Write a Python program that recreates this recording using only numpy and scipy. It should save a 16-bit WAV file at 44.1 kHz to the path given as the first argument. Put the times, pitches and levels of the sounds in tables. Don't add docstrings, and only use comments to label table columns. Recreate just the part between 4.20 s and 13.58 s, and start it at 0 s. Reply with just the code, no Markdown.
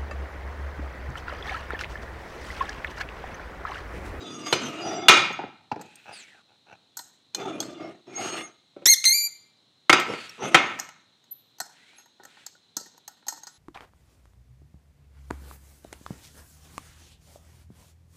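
import sys
import numpy as np
from scipy import signal
from scipy.fft import rfft, irfft, next_fast_len
from scipy.io import wavfile
from scipy.ndimage import uniform_filter1d

SR = 44100
rng = np.random.default_rng(int(sys.argv[2]) if len(sys.argv) > 2 else 0)


def inscribe(sig):
    pcm = np.round(np.clip(np.atleast_2d(sig).T, -1, 1) * 32767)
    wavfile.write(sys.argv[1], SR, pcm.astype(np.int16))


N = 413658
TIME = np.arange(N) / SR

# low_hz, high_hz
RANGES_HZ = [(40, 600), (600, 3700), (3700, 17000)]
EDGES_HZ = np.geomspace(50, 17000, 26)
CENTRES_HZ = np.sqrt(EDGES_HZ[1:] * EDGES_HZ[:-1])
# pitch_hz, level_db (relative), t60_s (ringing freely)
IRON_MODES = [(355, -2, .4), (564, -6, .3), (778, -3, .3), (990, -5, .3), (1315, 1, .35), (1528, -4, .3),
              (1866, -4, .4), (2150, 0, .35), (2256, -6, .3), (2430, -1, .45), (2550, -3, .3),
              (2848, 1, .33), (3172, -2, .35), (3495, 0, .35), (3805, -2, .35), (4305, -11, .3),
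              (4863, -6, .35), (5425, -8, .3), (5850, -4, .3), (6245, -5, .35), (6545, -3, .35),
              (7180, -10, .3), (7430, -11, .25), (8210, -13, .25), (8370, -14, .25), (8620, -12, .2),
              (9650, -19, .2), (10520, -21, .2), (11250, -24, .15), (11610, -20, .2), (11900, -25, .2),
              (12180, -25, .15), (13420, -30, .2)]
# frequency_hz, t60_s
DECAY = [(100, 0.95), (400, 0.45), (1200, 0.61), (3000, 0.56), (6500, 0.44), (10000, 0.4), (15000, 0.2)]


def sliding():
    # frequency_hz, level_db
    slide_colour = [(29, -85), (50, -37.5), (114, -14), (200, -9.5), (362, -5), (480, -14), (711, -14.5),
                    (1050, -14.5), (1330, -9), (1620, -17.5), (2810, -17), (3600, -25.5), (5150, -28.5),
                    (6710, -23.5), (7600, -27.5), (9000, -39), (12000, -41), (16000, -81)]
    # bass_db, middle_db, treble_db
    ring_over_grind_db = (-8, -3, 10)
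    free_share = .07
    wander_db = 8.0

    judder = from_db(0.63 * drift(90))
    force = grit(grains_per_s=2000, grain_db=3.0) * judder
    springy = contact(bounce_width_hz=115, whine_width_hz=110)
    rough = coloured(force, slide_colour) + from_db(-2.0) * springy

    ringing = np.zeros(N)
    for hz, db, t60 in IRON_MODES:
        damped_t60 = free_share * t60
        mode = rms_one(ring(ring(force, hz, damped_t60), hz, damped_t60))
        ringing += from_db(db + wander_db * drift(14)) * mode

    out = np.zeros(N)
    for (low, high), ring_db, gain in zip(RANGES_HZ, ring_over_grind_db, shoves()):
        grinding_part = rms_one(band(rough, low, high, order=4))
        ringing_part = rms_one(band(ringing, low, high, order=4))
        part = grinding_part + from_db(ring_db) * ringing_part
        running_power = uniform_filter1d(part ** 2, size=3000)
        out += gain * part / np.sqrt(running_power + 1e-9)
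    return out


def shoves():
    # start_s, length_s, attack_s, bass_db, middle_db, treble_db, fade_db (over the shove; negative grows)
    shove_rows = [(-0.02, 0.29, 0.029, -34, -39.5, -43.5, -1.5),
                  (0.233, 0.073, 0.036, -25.5, -21.5, -25, 10),
                  (0.358, 0.12, 0.078, -21.5, -25.5, -31.5, 5.5),
                  (0.498, 0.22, 0.018, -33.5, -34, -46, -6.5), (0.628, 0.24, 0.025, -24.5, -27, -46.5, 4),
                  (3.14, 0.09, 0.051, -28, -30.5, -44.5, 0), (3.238, 0.067, 0.019, -23.5, -28.5, -42, 3),
                  (3.29, 0.3, 0.023, -26, -35, -49.5, 10.5), (3.56, 0.13, 0.049, -25.5, -33.5, -47.5, 7),
                  (3.711, 0.068, 0.021, -45, -55.5, -70, 4), (3.86, 0.079, 0.021, -36, -44, -54, 1),
                  (3.902, 0.18, 0.1, -29, -27, -34, 0.5), (4.098, 0.084, 0.027, -32.5, -29, -38.5, -2.5),
                  (4.191, 0.027, .02, -36.5, -40, -45, -1), (5.868, 0.078, 0.037, -12, -20, -28, 21.5),
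                  (6.18, 0.082, 0.059, -19, -20, -30.5, 4.5), (6.29, 0.11, 0.027, -30, -31.5, -44, -4),
                  (6.445, 0.16, 0.011, -32.5, -32, -42.5, 14)]
    rise_db, ring_out_db_per_s = 23, 185

    gains = np.zeros((len(RANGES_HZ), N))
    for s, length, attack, *levels, fade_db in shove_rows:
        near = (TIME > s) & (TIME < s + length + .5)
        t = TIME[near] - s
        below_db = rise_db * np.maximum(1 - t / attack, 0)
        below_db += fade_db * np.minimum(t / length, 1)
        below_db += ring_out_db_per_s * np.maximum(t - length, 0)
        shove = from_db(np.array(levels)[:, None] - below_db)
        gains[:, near] = np.maximum(gains[:, near], shove)
    return gains


def contact(bounce_width_hz, whine_width_hz):
    # time_s, bounce_hz, octave_db, whine_hz, whine_db
    contact_curve = [(0, 349.6, -19, 1341, -4.5), (0.18, 298.3, -22.5, 1214, 1),
                     (0.31, 318.6, -17, 1149, 1), (0.41, 256.1, -15, 1116, -9.5),
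                     (0.55, 322.2, -7.5, 1304, -9.5), (0.66, 365, 4.5, 1352, -1.5),
                     (0.85, 368.9, 2, 1330, -10.5), (3.19, 370, -4, 1270, -17.5),
                     (3.26, 408.8, 5, 1250, -4.5), (3.31, 341.5, 0, 1307, -10),
                     (3.4, 300.4, -7, 1204, -7.5), (3.65, 343.2, -0.5, 1200, -2),
                     (3.89, 350, -4, 1294, -11), (4.03, 368, -6.5, 1320, -5), (4.19, 325.7, -9.5, 1233, -4),
                     (6.2, 480, 3, 1293, -9.5), (6.27, 309.1, -3, 1287, -10)]
    bounce_hz, octave_db, whine_hz, whine_db = in_time(contact_curve)
    bounce = gliding_hiss(bounce_hz, bounce_width_hz)
    octave = gliding_hiss(2 * bounce_hz, 2 * bounce_width_hz)
    whine = gliding_hiss(whine_hz, whine_width_hz)
    return bounce + from_db(octave_db) * octave + from_db(whine_db) * whine


def singing():
    # start_s, length_s, pitch_hz, level_db
    sing_rows = [(0.03, .18, 3510, -55.5), (0.03, .19, 5857, -58), (0.03, .14, 4863, -58.5),
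                 (0.04, .2, 6535, -55), (0.24, .075, 6546, -47.5), (0.24, .24, 6250, -48.5),
                 (0.255, .065, 3445, -52), (0.34, .06, 4863, -45.5), (0.36, .12, 3160, -49.5),
                 (0.39, .28, 2848, -49.5), (0.6, .23, 4860, -51), (0.62, .2, 5850, -50.5),
                 (0.738, .07, 7430, -55.5), (0.76, .08, 2150, -45.5), (3.94, .19, 6535, -43),
                 (3.95, .13, 2842, -47.5), (3.973, .11, 4863, -54.5), (4.013, .2, 4300, -50),
                 (3.99, .21, 8215, -55), (4.017, .2, 8370, -57.5), (3.966, .28, 9620, -63),
                 (3.57, 0.11, 2160, -52.5), (4.157, .08, 2135, -48), (4.167, .09, 6535, -51),
                 (6.214, .12, 6245, -49.5)]
    wander_hz, waver_db = 24, 5
    attack_s, ring_out_t60_s = .03, .13

    out, t = np.zeros(N + SR), TIME[:SR]
    for s, length, hz, db in sing_rows:
        swell = np.minimum(t / attack_s, 1) * dying(ring_out_t60_s, np.maximum(t - length, 0))
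        phase = 2 * np.pi * np.cumsum(hz + wander_hz * drift(90, size=SR)) / SR
        level = from_db(db + waver_db * drift(40, size=SR))
        out[round(s * SR):][:SR] += np.sqrt(2) * level * swell * np.sin(phase)
    return out[:N]


def squeal():
    # time_s, pitch_hz
    pitch_curves = [
        [(4.658, 1790), (4.664, 1770), (4.668, 1925), (4.682, 2000), (4.687, 2095), (4.696, 2105),
         (4.701, 2195), (4.708, 2190), (4.713, 2120), (4.733, 2112), (4.738, 1960), (4.748, 1560)],
        [(4.845, 2100), (4.859, 2095), (4.873, 2085), (4.89, 2098), (4.921, 2118), (4.952, 2372), (4.97, 2368),
         (5.005, 2336), (5.06, 2364), (5.085, 2340)],
    ]
    # start_s, length_s, level_db, fade_db_per_s (negative grows), lock_s, roughness once locked (0-1)
    squeal_rows = [(4.656, 0.084, -13.5, -9.5, 0.021, 0.2), (4.851, .222, -16.5, 50, 0.03, 0.19)]
    # frequency_hz, level_db
    squeal_colour = [(1500, -26.5), (2100, -11), (2370, -13.5), (3500, -1.5), (3950, -12), (4230, -0.5),
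                     (4400, -7), (4720, -3), (5900, -2.5), (6350, -3), (6580, 2), (6800, -9), (7080, -6),
                     (7800, -12.5), (8450, -12), (8900, -20), (9440, -14.5), (10600, -14.5), (11800, -6.5),
                     (12700, -16.5), (13300, -16), (14200, -37)]
    attack_s, release_t60_s = 0.0016, 0.024
    jitter, rasp, flutter_db = 0.024, .6, 3.0

    hz, = in_time([point for curve in pitch_curves for point in curve])
    level, rough = np.zeros(N), np.zeros(N)
    for s, length, db, fade_db_per_s, lock_s, settled in squeal_rows:
        on = TIME >= s
        t = TIME[on] - s
        held = from_db(db - fade_db_per_s * np.minimum(t, length))
        release = dying(release_t60_s, np.clip(t - length, 0, 10 * release_t60_s))
        level[on] += held * np.minimum(t / attack_s, 1) * release
        rough[on] = settled + np.exp(-np.minimum(t, length) / lock_s)

    phase = 2 * np.pi * np.cumsum(hz * (1 + jitter * rough * drift(1400))) / SR
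    tone = np.zeros(N)
    for k in range(1, 8):
        strength = from_db(at_hz(squeal_colour, k * hz) + flutter_db * drift(77))
        tone += strength * (1 + rasp * rough * drift(700)) * np.sin(k * phase)
    return np.sqrt(2) * tone * level


def knocks():
    # favoured_hz, favoured_db, second_hz, second_db (favoured resonances)
    knock_rows = [(0.3255, -15, -15, -15.5, -10, 4170, -13, 3000, -7),
                  (0.729, -30.5, -40, -43, -31, 656, 4, 1310, 0),
                  (0.883, -21, -0.5, -1.5, -7, 3450, -9.5, 2810, -5),
                  (0.893, -14, -6, -13, -1, 1300, -5, 2430, 0.5),
                  (0.937, -26, -22, -17, -4, 3800, 2, 2380, -6),
                  (0.971, -32, -20, -23.5, 4, 2365, 4, 4863, -11),
                  (3.146, -48.5, -37, -34, -19.5, 3550, 5.5, 3040, 5),
                  (3.402, -38, -34.5, -36, -26, 3350, 17, 2810, -5),
                  (4.563, -33, -54.5, -70, -3, 355, -7, 574, -8.5),
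                  (4.618, -39.5, -55, -66.5, -10.5, 345, -6, 564, -8.5),
                  (4.657, -31.5, -23.5, -14, -24, 2170, -24, 6460, -8),
                  (4.840, -73, -31, -17.5, -30, 2180, 1.5, 6500, -23),
                  (5.695, -11, -2, -13, -14, 2162, -3, 1337, -9.5),
                  (5.7272, -13, -4.5, -11.5, -8.5, 1293, -13, 4865, -14),
                  (5.934, -29, -26, -45, -11, 1325, -20, 2850, -13),
                  (6.344, -11.5, -0.5, -13, -11, 2145, -9.5, 1795, -9.5)]
    # frequency_hz, level_db
    knock_colour = [(35, -61.5), (60, -32), (91, -21), (164, -11), (354, -9), (666, -9.5), (1310, -3),
                    (1660, -8), (2190, -4.5), (3850, -15.5), (5090, -18.5), (6430, -19.5), (9130, -27.5),
                    (12100, -36.5), (16000, -58)]
    return from_db(-2.5) * blows(
        knock_rows, knock_colour, IRON_MODES, modes_db=-2.5, pressed_db=9, pressed_width_hz=55,
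        hold_s=0.0048, rattle_t60=0.047, rise_s=0.00083, scatter_db=2.5, chatter_db=1.0,
        patchy_db=0.5, favoured_t60=.04, tail_cut_hz=4800)


def blows(rows, colour, modes, modes_db, pressed_db, pressed_width_hz, hold_s, rattle_t60, rise_s,
          scatter_db, chatter_db, patchy_db, favoured_t60, tail_cut_hz):
    out, t = np.zeros(N + SR), TIME[:SR]
    pressed = [(hz, db + pressed_db) for hz, db, _ in modes]
    dense = noise_bands(colour, size=3 * SR, peaks=pressed, width_hz=pressed_width_hz)
    dense = dense * from_db(chatter_db * drift(120)[:3 * SR])
    fade = dying(at_hz(DECAY, CENTRES_HZ)[:, None], t)
    fade = fade / np.hypot(1, (CENTRES_HZ[:, None] / tail_cut_hz) ** 2)
    hz, mode_db, t60 = np.transpose(modes)
    rings = np.sin(2 * np.pi * hz[:, None] * t) * dying(t60[:, None], t)
    rings = rings / np.hypot(1, (hz[:, None] / tail_cut_hz) ** 2)
    released = np.maximum(t - hold_s, 0)

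    for s, bass_db, middle_db, treble_db, ring_db, *favoured in rows:
        start = rng.integers(2 * SR)
        patches = from_db(patchy_db * rng.standard_normal((len(CENTRES_HZ), 1)))
        grain = dense[:, start:start + SR] * patches
        strengths = from_db(mode_db + scatter_db * rng.standard_normal(len(hz)))
        strengths = strengths * rng.choice([-1, 1], len(hz))
        mode_tail = strengths @ rings / np.linalg.norm(strengths)
        tail = np.sum(grain * fade, axis=0) + from_db(modes_db) * mode_tail
        blow = grain.sum(axis=0) * dying(rattle_t60, released) + from_db(ring_db) * tail
        for spot_hz, spot_db in zip(favoured[::2], favoured[1::2]):
            swing = dying(favoured_t60, released)
            swing = swing + .5 * from_db(ring_db) * dying(at_hz(DECAY, spot_hz), t)
            blow = blow + np.sqrt(2) * from_db(spot_db) * swing * np.sin(2 * np.pi * spot_hz * t)
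        blow = blow * (1 - np.exp(-(t / rise_s) ** 2))
        for (low, high), level_db in zip(RANGES_HZ, (bass_db, middle_db, treble_db)):
            part = band(blow, low, high, order=5)
            height = np.sqrt(uniform_filter1d(part ** 2, size=176).max())
            out[round(s * SR):][:SR] += from_db(level_db) * part / height
    return out[:N]


def thuds():
    # start_s, bass_db, middle_db, treble_db, ring_db (tail over rattle)
    thud_rows = [(1.10, -31, -42.5, -68, -11.5), (1.189, -32, -27.5, -64, -22),
                 (1.234, -29.5, -33, -74, -18), (1.275, -47, -61.5, -69, -21),
                 (1.514, -29.5, -21.5, -46.5, -27), (1.558, -33, -38.5, -57, -12.5),
                 (1.592, -41.5, -45, -60, -19)]
    # frequency_hz, level_db
    thud_colour = [(60, -24), (130, -13), (330, -5), (600, -12), (740, -3.5), (870, 4), (1100, -23),
                   (1330, -9.5), (1550, -17.5), (1750, -15.5), (2100, -25.5), (2520, -17.5), (3100, -32),
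                   (4700, -24), (8000, -42.5), (16000, -66)]
    return from_db(-1.0) * blows(
        thud_rows, thud_colour, IRON_MODES, modes_db=-11.0, pressed_db=-18.0, pressed_width_hz=93,
        hold_s=0.00086, rattle_t60=0.076, rise_s=0.0022, scatter_db=2, chatter_db=3.0,
        patchy_db=2, favoured_t60=.04, tail_cut_hz=1700)


def clinks():
    # start_s, bass_db, middle_db, treble_db, ring_db (tail over rattle), favoured_hz, favoured_db
    clink_rows = [(1.126, -57.5, -52, -41.5, -19, 6545, 15), (1.611, -55, -42.5, -43.5, -23, 2544, -18),
                  (1.657, -55, -67, -58, -32, 6620, 1), (1.755, -79.5, -75, -45, -42, 8620, 6),
                  (2.769, -60.5, -39.5, -29.5, -18.5, 6700, -9), (2.79, -54, -37.5, -35.5, -24, 4130, -0.5),
                  (3.146, -57.5, -34, -21, -28, 4160, 0.5), (3.402, -37, -39, -22, -24, 6400, -2),
                  (3.426, -55.5, -37.5, -44.5, -28, 3630, -1), (5.07, -69, -55.5, -56, -13, 6620, -6),
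                  (5.797, -61.5, -42.5, -30.5, -18, 8180, -8.5), (6.093, -55.5, -60, -37.5, -39, 5560, 3),
                  (6.588, -53, -32, -37, -17, 6380, -12), (6.596, -65, -40.5, -23, -26.5, 6730, -12.5),
                  (6.688, -67, -42, -43.5, -28, 6545, -4), (7.039, -71.5, -63, -60, -25, 6550, -5),
                  (7.383, -65.5, -54.5, -50, -23.5, 6010, -3), (7.401, -49, -28.5, -25, -22.5, 4270, -4.5),
                  (7.412, -48.5, -36.5, -33.5, -29.5, 7690, 4), (7.782, -73, -52.5, -46.5, -5.5, 6500, 14),
                  (7.857, -71, -53.5, -59.5, -25, 11700, -2.5), (7.997, -49, -48.5, -76, -1, 1472, -1),
                  (8.033, -58.5, -49, -50, -20, 1795, -2.5), (8.05, -57, -42.5, -44, -25.5, 6480, -6.5),
                  (8.263, -71, -46, -31.5, -26, 6420, -4), (8.351, -63, -52.5, -66.5, -29.5, 1460, -4.5),
                  (8.566, -37, -38, -21, -23.5, 6200, -8), (8.609, -46.5, -64, -42, -19, 4750, -1),
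                  (8.659, -54, -51.5, -51, -32, 1850, -2), (8.777, -62, -51.5, -50, -29.5, 940, -4),
                  (8.877, -74.5, -41.5, -34.5, -25.5, 6370, -8.5),
                  (9.066, -51.5, -41, -42.5, -18.5, 824, 3), (9.082, -57.5, -33.5, -22, -25, 6546, 0.5),
                  (9.123, -51, -36, -40, -18, 897, 0), (9.175, -57, -45.5, -57, -27, 936, -2),
                  (9.233, -68, -45.5, -37, -25, 6490, 4), (9.268, -58.5, -43, -37.5, -20, 4930, -6)]
    # frequency_hz, level_db
    clink_colour = [(100, -14), (300, 3.5), (550, -7), (850, -15), (1150, -14), (1550, -6), (2300, -12),
                    (3600, -8), (4400, 0), (5300, -0.5), (5950, 3.5), (6550, 1), (8100, 0.5), (9100, -11),
                    (10900, -13.5), (12150, 0.5), (13300, -19), (15500, -23)]
    # pitch_hz, level_db (relative), t60_s
    wrench_modes = [(765, 4, .2), (830, 15, .06), (940, 15, .06), (1320, 2, .2), (1455, 8, .14),
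                    (1850, 7, .07), (4225, -1, .3), (4400, 2, .05), (5030, -4, .25), (5320, -3, .3),
                    (6480, -1, .28), (6620, 3, .06), (7322, -1, .28), (7690, -3, .28), (8212, -4, .26),
                    (11980, -5, .22), (12200, -2, .06)]
    return from_db(-2.5) * blows(
        clink_rows + ticks(count=9), clink_colour, wrench_modes, modes_db=15.0, pressed_db=7.0,
        pressed_width_hz=93, hold_s=.001, rattle_t60=0.026, rise_s=.0018, scatter_db=4.0,
        chatter_db=2.5, patchy_db=3.5, favoured_t60=.03, tail_cut_hz=16000)


def ticks(count):
    # bass_db, middle_db, treble_db, ring_db
    tick_levels = (-70, -59.5, -99, -20.5)
    spin_from_s, spin_to_s, scatter_db = 7.5, 9.3, 5
    rows = []
    for _ in range(count):
        s = spin_from_s + (spin_to_s - spin_from_s) * rng.random()
        rows.append((s, *(tick_levels + scatter_db * rng.standard_normal(4))))
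    return rows


def cutting():
    # start_s, length_s, level_db
    cut_rows = [(1.855, 0.088, -43), (2.115, 0.099, -60), (2.275, 0.091, -65), (2.462, 0.082, -55.5),
                (2.512, 0.048, -53)]
    # frequency_hz, level_db
    cut_colour = [(100, -3), (300, -5), (550, -0.5), (830, 10), (1100, -9), (1450, 3), (2000, -13),
                  (2600, 1.5), (3400, -22.5), (5000, -28), (5900, -16), (7500, -36), (14000, -47)]
    level = np.zeros(N)
    for s, length, db in cut_rows:
        progress = np.clip((TIME - s) / length, 0, 1)
        level += from_db(db) * np.sqrt(np.abs(np.sin(np.pi * progress)))
    chips = grit(grains_per_s=500, grain_db=3.0)
    return level * coloured(chips, cut_colour)


def chirps():
    # start_s, length_s, start_hz, end_hz, level_db
    chirp_rows = [(1.733, .21, 14100, 15400, -82), (7.109, 0.025, 11800, 12150, -34.5),
                  (7.137, 0.076, 11770, 11240, -65), (7.753, 0.064, 10440, 11700, -62),
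                  (9.292, 0.098, 10630, 11200, -69)]
    out, waver = np.zeros(N), 1 + 0.011 * drift(710)
    for s, length, start_hz, end_hz, db in chirp_rows:
        on = (TIME >= s) & (TIME < s + length)
        progress = (TIME[on] - s) / length
        hz = (start_hz + (end_hz - start_hz) * progress) * waver[on]
        whistle = np.sin(2 * np.pi * np.cumsum(hz) / SR)
        out[on] += np.sqrt(2) * from_db(db) * np.sin(np.pi * progress) * whistle
    return out


def sleeve():
    # start_s, length_s, level_db, zip_start_hz, zip_end_hz, zip_db (over the hiss)
    swish_rows = [(1.578, 0.53, -59.5, 2540, 2650, -1), (1.926, 0.12, -64.5, 9440, 5600, 11),
                  (1.92, 0.11, -63.5, 4920, 3760, 11), (1.921, 0.3, -60.5, 2695, 1240, 2.5),
                  (5.922, 0.16, -49.5, 4550, 4400, 0.5), (5.918, .28, -50, 2690, 2530, -2.5),
                  (7.528, 0.31, -60, 1810, 2800, -5.5), (8.07, 0.24, -59, 2500, 2294, -18)]
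    # frequency_hz, level_db
    sleeve_colour = [(120, -44), (200, -16), (383, -19), (1130, -24), (1460, -13), (3470, -13), (5260, -24),
                     (7830, -24.5), (15000, -49)]
    glide_bend, zip_width_share, flutter_db = 1.5, .15, 2

    out = np.zeros(N)
    cloth = coloured(grit(grains_per_s=7500, grain_db=-0.5), sleeve_colour)
    for s, length, db, start_hz, end_hz, zip_db in swish_rows:
        progress = np.clip((TIME - s) / length, 0, 1)
        zip_hz = start_hz + (end_hz - start_hz) * progress ** glide_bend
        zipping = gliding_hiss(zip_hz, width_hz=zip_width_share * start_hz)
        swing = np.cbrt(4 * progress * (1 - progress))
        out += from_db(db) * swing * (cloth + from_db(zip_db) * zipping)
    return out * from_db(flutter_db * drift(60))


def background_hiss():
    # frequency_hz, level_db
    floor_colour = [(50, -15), (110, -5.5), (250, -5.5), (550, -12.5), (850, -13.5), (1500, -17.5),
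                    (2600, -17.5), (3400, -9.5), (4100, -2), (4600, -19.5), (6000, -21.5), (8000, -26),
                    (11000, -35.5), (16000, -43.5)]
    return from_db(-64.5) * coloured(rng.standard_normal(N), floor_colour)


def workshop(x, wet_db):
    # frequency_hz, level_db
    echo_colour = [(500, 0), (4000, 0), (14000, -0.69)]
    fade = dying(at_hz(DECAY, CENTRES_HZ)[:, None], TIME[:SR])
    tail = np.sum(noise_bands(echo_colour, SR) * fade, axis=0)
    return x + from_db(wet_db) * signal.fftconvolve(x, tail / np.linalg.norm(tail))[:N]


def grit(grains_per_s, grain_db):
    caught = rng.random(N) < grains_per_s / SR
    size_db = grain_db * np.minimum(rng.exponential(1, N), 4)
    return caught * rng.choice([-1, 1], N) * from_db(size_db)


def ring(force, hz, t60):
    r, w = dying(t60, 1 / SR), 2 * np.pi * hz / SR
    return signal.lfilter([0, np.sin(w)], [1, -2 * r * np.cos(w), r * r], force)


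def gliding_hiss(hz, width_hz):
    phase = 2 * np.pi * np.cumsum(hz) / SR
    return rms_one(drift(width_hz) * np.cos(phase) + drift(width_hz) * np.sin(phase))


def noise_bands(colour, size, peaks=(), width_hz=60):
    hz = np.fft.rfftfreq(size, 1 / SR)
    lift_power = 1
    for centre, db in peaks:
        lift_power = lift_power + from_db(db) ** 2 / (1 + (2 * (hz - centre) / width_hz) ** 2)
    spectrum = rfft(coloured(rng.standard_normal(size), colour)) * np.sqrt(lift_power)
    spectrum = rfft(rms_one(irfft(spectrum, size)))
    shares = [np.interp(hz, CENTRES_HZ, one_band) for one_band in np.eye(len(CENTRES_HZ))]
    return np.array([irfft(spectrum * share, size) for share in shares])


def coloured(x, colour):
    size = next_fast_len(len(x))
    gain = from_db(at_hz(colour, np.fft.rfftfreq(size, 1 / SR)))
    return rms_one(irfft(rfft(x, size) * gain, size)[:len(x)])


def drift(rate, size=N):
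    knots = rng.standard_normal(size // 8)
    return np.interp(TIME[:size] * rate, np.arange(len(knots)), knots)


def dying(t60, t):
    return np.exp(-np.log(1000) * t / np.maximum(t60, 1e-3))


def band(x, low, high, order):
    return signal.sosfilt(signal.butter(order, [low, high], "band", fs=SR, output="sos"), x)


def in_time(rows):
    s, *columns = np.transpose(rows)
    return [np.interp(TIME, s, c) for c in columns]


def at_hz(points, hz):
    f, value = np.transpose(points)
    return np.interp(np.log(np.maximum(hz, 1)), np.log(f), value)


def from_db(db):
    return 10 ** (np.asarray(db) / 20)


def rms_one(x):
    return x / np.sqrt(np.mean(x ** 2) + 1e-20)


def scene():
    housing = from_db(-9.0) * sliding() + knocks()
    housing += workshop(singing(), wet_db=-17.5)
    housing += workshop(squeal(), wet_db=-15.0)
    wrench = thuds() + clinks()
    wrench += workshop(cutting(), wet_db=-15.5)
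    wrench += workshop(chirps(), wet_db=-11.5)
    return (housing + wrench + sleeve() + background_hiss())[None]


def record(dry):
    top = .98
    overloaded = top * np.tanh(dry / top)
    thin = signal.sosfilt(signal.butter(5, 88, "high", fs=SR, output="sos"), overloaded)
    return signal.sosfilt(signal.ellip(10, .1, 80, 16200, fs=SR, output="sos"), thin)


dry = scene()
out = record(dry)
inscribe(out)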